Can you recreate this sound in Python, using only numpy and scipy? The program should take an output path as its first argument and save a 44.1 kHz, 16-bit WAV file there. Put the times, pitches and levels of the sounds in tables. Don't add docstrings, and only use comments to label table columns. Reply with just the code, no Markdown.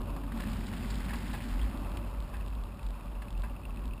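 import sys
import numpy as np
from scipy import signal
from scipy.fft import rfft, irfft
from scipy.io import wavfile
from scipy.ndimage import uniform_filter1d

SR = 44100
rng = np.random.default_rng(int(sys.argv[2]) if len(sys.argv) > 2 else 0)


def pcm_store(signal):
    levels = np.round(np.clip(np.atleast_2d(signal), -1, 1) * 32767)
    wavfile.write(sys.argv[1], SR, levels.astype(np.int16).T)


N = 176400
TIME_S = np.arange(N) / SR

# (time [s], pitch [Hz], level [dB])
CHURN_CURVE = [(0,270.6,-53.5),(.24,285,-49),(.33,236.7,-43),(.55,203.8,-44),(.85,220,-44.5),(1.1,215,-43.5),(1.35,228,-43.5),(1.6,250.7,-46),(1.75,270,-44),(1.95,290.7,-50),(2.2,295,-67),(4,295.4,-100)]
# (time [s], level [dB])
SPRAY_LEVEL = [(0,-63),(.27,-61.5),(.42,-49.5),(.62,-50),(.9,-47.5),(1.15,-47),(1.42,-49),(1.62,-51),(1.8,-57),(2.1,-58.5),(2.6,-62),(4,-62)]
# (frequency [Hz], gain [dB])
SPRAY_EQ = [(100,-62),(400,-5),(800,-3.5),(1200,-2.5),(1700,-1),(2300,-4.5),(3200,-6),(4200,-9),(5400,-9)]
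# (time [s], level [dB],
# decay [s], centre [Hz], width [Hz])
SPLASH_HITS = [(0.3193,-43.5,.007,1300,2000),(0.373,-43,0.0032,1900,2200),(.404,-38,0.0024,2970,2600),(0.499,-46,0.004,2380,3180),(0.53,-44,0.0074,2450,2980),(.6853,-46,0.0036,2100,2000),(0.734,-41,.004,1700,2000),(0.901,-44,0.01,4440,1500),(1.102,-38.5,0.0094,1800,350),(1.134,-50,0.011,3400,3000),(1.403,-45,0.0087,2140,1000),(1.614,-47.5,0.0098,3230,650),(1.9705,-32.5,0.0019,2000,1860),(3.219,-49,0.0055,2720,3000),(3.3052,-38,.0014,1800,4460)]
# (time [s], level [dB])
TYRE_LEVEL = [(0,-50.5),(.1,-48.5),(.24,-52),(.35,-50.5),(.8,-53.5),(1.45,-54.5),(1.7,-51.5),(1.9,-47.5),(2.1,-50.5),(2.6,-53.5),(3.1,-53.5),(3.6,-54.5),(4,-53.5)]
# (frequency [Hz], gain [dB])
TYRE_EQ = [(100,-10),(340,-4.5),(450,1),(700,-0.5),(900,1.5),(1120,3),(1400,-5),(2000,-20.5),(2350,-12.5),(2650,-7.5),(3100,-16.5),(4200,-22),(5400,-21)]
# (time [s], level [dB], pitch [Hz])
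CHAIN_PINGS = [(0.0552, -53, 2600), (0.0921, -52, 2580), (0.162, -50.5, 2560), (0.4534, -49.5, 2630),
               (0.826, -44, 2600), (1.5933, -52, 2750), (1.649, -49, 2600), (1.7106, -48, 2500),
               (1.8461, -46.5, 2660), (2.0372, -56, 2600), (2.4077, -45.5, 2680), (2.4764, -51, 2780),
               (2.5256, -48, 2580), (2.5849, -53, 2560), (2.6513, -52, 2640), (2.7202, -51, 2550),
               (2.792, -48.5, 2610), (2.867, -51, 2550), (2.9403, -54, 2520), (3.0085, -49.5, 2540),
               (3.08, -53, 2720), (3.1506, -56, 2680), (3.2823, -45.5, 2590), (3.3498, -51, 2600),
               (3.375, -51, 2770), (3.4959, -52, 2730), (3.5627, -48.5, 2640), (3.634, -51, 2600),
               (3.652, -43, 2720), (3.7044, -48, 2630), (3.7714, -45.5, 2570), (3.7917, -54, 2700),
               (3.8396, -52, 2580), (3.909, -49, 2540), (3.934, -44.5, 2640), (3.9773, -49.5, 2660)]
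# (time [s], peak [dB])
FITTING_TICKS = [(0.0177, -40), (0.104, -42.5), (0.2664, -43), (0.4039, -42), (0.5704, -41), (0.6675, -36),
                 (0.9025, -40), (0.9564, -35), (1.7745, -38.5), (1.9182, -39), (1.9861, -58), (2.0759, -49),
                 (2.2034, -38.5), (2.2245, -43), (2.3687, -42), (2.463, -42), (2.4824, -40), (2.5029, -43),
                 (2.5523, -41.5), (2.6374, -40), (2.8102, -57), (2.8307, -41), (2.8654, -38), (2.888, -43),
                 (2.906, -42.5), (3.0576, -46), (3.3062, -52), (3.3276, -42), (3.3777, -42.5),
                 (3.3965, -45), (3.4205, -37.5), (3.761, -43), (3.856, -39.5), (3.8786, -44)]
# (time [s], level [dB], decay [s], tilt [dB/octave])
BUMPS = [(0.069,-59,.012,-9),(.162,-54.5,0.0067,-15.5),(.234,-52.5,0.0085,-9.5),(.399,-41.5,0.0094,-0.5),(1.104,-52,0.021,1),(1.131,-42.5,0.018,-0.5),(1.335,-41,0.014,1),(1.346,-49.5,0.014,7),(2.336,-48,0.028,1),(3.218,-48,.012,-2),(3.433,-46,0.022,0)]
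# (frequency [Hz], width [Hz], gain [dB])
BIKE_MODES = [(770,130,-1.5),(1033,73,-2),(1650,115,-1.5),(1980,290,-9),(2600,110,-7),(3400,710,-16)]
# (time [s], level [dB])
MOUNT_LEVEL = [(0,-36.5),(.42,-38.5),(.55,-34.5),(.69,-44),(.86,-37.5),(.94,-35.5),(1.14,-36),(1.21,-42),(1.33,-35.5),(1.42,-47),(1.49,-34.5),(1.64,-27.5),(1.72,-37.5),(2.14,-37),(2.22,-32),(2.3,-46.5),(2.36,-36),(2.65,-34.5),(2.74,-44.5),(2.8,-53),(2.85,-31.5),(2.92,-35.5),(3.02,-46),(3.08,-38),(3.22,-36.5),(3.27,-48),(3.33,-34.5),(3.41,-33),(3.54,-39),(3.6,-49),(3.68,-37),(3.78,-38),(3.87,-33),(4,-43.5)]
# (time [s], level [dB])
WIND_LEVEL = [(0,-40),(.3,-43),(.55,-39.5),(1.1,-41.5),(1.6,-42.5),(1.9,-40.5),(2.1,-45),(2.8,-45),(3.1,-46),(4,-44.5)]
# (frequency [Hz], gain [dB])
WIND_EQ = [(20,-18),(40,-3),(85,1),(135,-5),(175,-4.5),(240,-5),(310,-13.5),(375,-13.5),(450,-28.5),(900,-21),(3000,-70)]


def from_db(db):
    return 10 ** (np.asarray(db) / 20)


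def unit_rms(x):
    return x / np.sqrt(np.mean(x ** 2) + 1e-20)


def levelled(x, window_s=0.0094):
    power = uniform_filter1d(x * x, int(window_s * SR))
    return x / np.sqrt(np.abs(power) + 1e-20)


def per_sample(rows):
    times_s, *columns = np.transpose(rows)
    return [np.interp(TIME_S, times_s, column) for column in columns]


def drift(rate_hz):
    step, warmup = 40, 2000
    pole = np.exp(-2 * np.pi * rate_hz * step / SR)
    noise = rng.standard_normal(N // step + warmup + 2)
    slow = signal.lfilter([1], [1, -2 * pole, pole * pole], noise)[warmup:]
    return np.interp(np.arange(N) / step, np.arange(len(slow)), unit_rms(slow))


def equalised(x, eq):
    hz, db = np.transpose(eq)
    bins_hz = np.maximum(np.arange(N // 2 + 1) * SR / N, 1)
    gain = from_db(np.interp(np.log(bins_hz), np.log(hz), db))
    return unit_rms(irfft(rfft(x) * gain, N))


def resonate(x, hz, width_hz):
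    r, w = np.exp(-np.pi * width_hz / SR), 2 * np.pi * hz / SR
    return signal.lfilter(np.array([1, 0, -1]) * (1 - r * r) / 2, [1, -2 * r * np.cos(w), r * r], x + 1e-18)


def ring(clicks, hz, t60_s):
    r, w = np.exp(-np.log(1000) / (t60_s * SR)), 2 * np.pi * hz / SR
    return signal.lfilter([0, np.sin(w)], [1, -2 * r * np.cos(w), r * r], clicks + 1e-18)


def narrow_noise(hz, width_hz):
    phase = 2 * np.pi * np.cumsum(hz * np.ones(N)) / SR
    return drift(width_hz / 2) * np.cos(phase) + drift(width_hz / 2) * np.sin(phase)


def burst(start_s, decay_s, rise_s):
    age_s = np.maximum(TIME_S - start_s, 0)
    return np.minimum(age_s / rise_s, 1) * np.exp(-np.minimum(age_s / decay_s, 20))


def churn():
    hz, db = per_sample(CHURN_CURVE)
    return from_db(db) * narrow_noise(hz, width_hz=76)


def spray(drops_per_s=2600, spread_db=3, t60_cycles=6.6, spatter_db=-2.5, mist_db=5.5, surge_db=1.0):
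    db, = per_sample(SPRAY_LEVEL)
    sizes = from_db(spread_db * np.minimum(rng.exponential(1, N), 5)) * rng.choice([-1, 1], N)
    drops = sizes * (rng.random(N) < drops_per_s / SR)
    pitches_hz = np.geomspace(600, 5500, 20)
    pitch_index = rng.integers(0, len(pitches_hz), N)
    patter = np.zeros(N)
    for k, hz in enumerate(pitches_hz):
        patter += np.sqrt(hz) * unit_rms(ring(drops * (pitch_index == k), hz, t60_cycles / hz))
    water = unit_rms(patter) + from_db(spatter_db) * spatter()
    water += from_db(mist_db) * rng.standard_normal(N)
    return from_db(db + surge_db * drift(rate_hz=17)) * equalised(water, SPRAY_EQ)


def spatter(gobs_per_s=110, decay_s=0.0027, bands=6):
    out = np.zeros(N)
    pole = np.exp(-1 / (decay_s * SR))
    for hz in np.geomspace(1100, 4300, bands):
        hits = (rng.random(N) < gobs_per_s / bands / SR) * rng.uniform(.5, 1, N)
        envelope = signal.lfilter([1], [1, -pole], hits + 1e-18)
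        out += envelope * levelled(resonate(rng.standard_normal(N), hz, width_hz=900))
    return unit_rms(out)


def splashes():
    out = np.zeros(N)
    for start_s, db, decay_s, hz, width_hz in SPLASH_HITS:
        noise = resonate(resonate(rng.standard_normal(N), hz, width_hz), hz, width_hz)
        out += from_db(db) * burst(start_s, decay_s, rise_s=0.0011) * levelled(noise)
    return out


def tyres(rough_db=1.78, hum_db=-8):
    db, = per_sample(TYRE_LEVEL)
    hiss = equalised(rng.standard_normal(N) * from_db(rough_db * drift(rate_hz=62)), TYRE_EQ)
    hum = from_db(hum_db) * narrow_noise(hz=574.2, width_hz=44)
    return from_db(db) * (hiss + hum)


def chain(rise_s=0.0016, scrape_db=-10.5):
    out = np.zeros(N + SR)
    age_s = np.arange(SR // 20) / SR
    envelope = age_s / rise_s * np.exp(1 - age_s / rise_s)
    for start_s, db, hz in CHAIN_PINGS:
        start = int(start_s * SR)
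        tone = np.sin(2 * np.pi * hz * age_s)
        scrape = unit_rms(resonate(rng.standard_normal(len(age_s)), hz, width_hz=980))
        out[start:start + len(age_s)] += from_db(db) * envelope * (tone + from_db(scrape_db) * scrape)
    return out[:N]


def fitting(hz=3580):
    times_s, db = np.transpose(FITTING_TICKS)
    clicks = np.zeros(N)
    clicks[(times_s * SR).astype(int)] = from_db(db)
    ringing = ring(signal.unit_impulse(SR // 100), hz, t60_s=0.0016)
    tick = resonate(ringing, hz, width_hz=5600)
    return signal.lfilter(tick / np.abs(tick).max(), [1], clicks)


def rattles(pivot_hz=1700):
    _, bump_db, _, tilt_db_per_octave = np.transpose(BUMPS)
    envelopes = np.array([burst(start_s, decay_s, rise_s=0.0028) for start_s, _, decay_s, _ in BUMPS])
    out = np.zeros(N)
    for hz, width_hz, mode_db in BIKE_MODES:
        force = from_db(bump_db + mode_db + tilt_db_per_octave * np.log2(hz / pivot_hz)) @ envelopes
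        out += force * levelled(resonate(rng.standard_normal(N), hz, width_hz))
    return out


def mount(swing_hz=48.07, sway_hz=38.3, sway_db=-12.5, wander_hz=6.13):
    db, = per_sample(MOUNT_LEVEL)
    pitches_hz = [hz + wander_hz * np.tanh(drift(rate_hz=11.6)) for hz in (swing_hz, sway_hz)]
    swing, sway = np.sin(2 * np.pi * np.cumsum(pitches_hz, axis=1) / SR)
    return from_db(db) * unit_rms(swing + from_db(sway_db) * sway)


def wind(lumps_db=0.5):
    db, = per_sample(WIND_LEVEL)
    air = rng.standard_normal(N) * from_db(lumps_db * drift(rate_hz=6.1))
    return from_db(db) * equalised(air, WIND_EQ)


def scene():
    riding = mount() + wind() + churn() + spray() + tyres()
    return (riding + chain() + fitting() + rattles() + splashes())[None]


def record(dry, input_edge_hz=5390, hold_hz=12000, cutoff_hz=15350):
    band = signal.sosfilt(signal.butter(16, input_edge_hz, fs=SR, output="sos"), dry)
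    sampled = signal.resample(band, N * hold_hz // SR, axis=-1)
    held = np.repeat(sampled, 4, axis=-1)
    low_pass = signal.ellip(12, .1, 80, cutoff_hz, fs=SR, output="sos")
    return signal.sosfilt(low_pass, signal.resample(held, N, axis=-1))


dry = scene()
out = record(dry)
pcm_store(out)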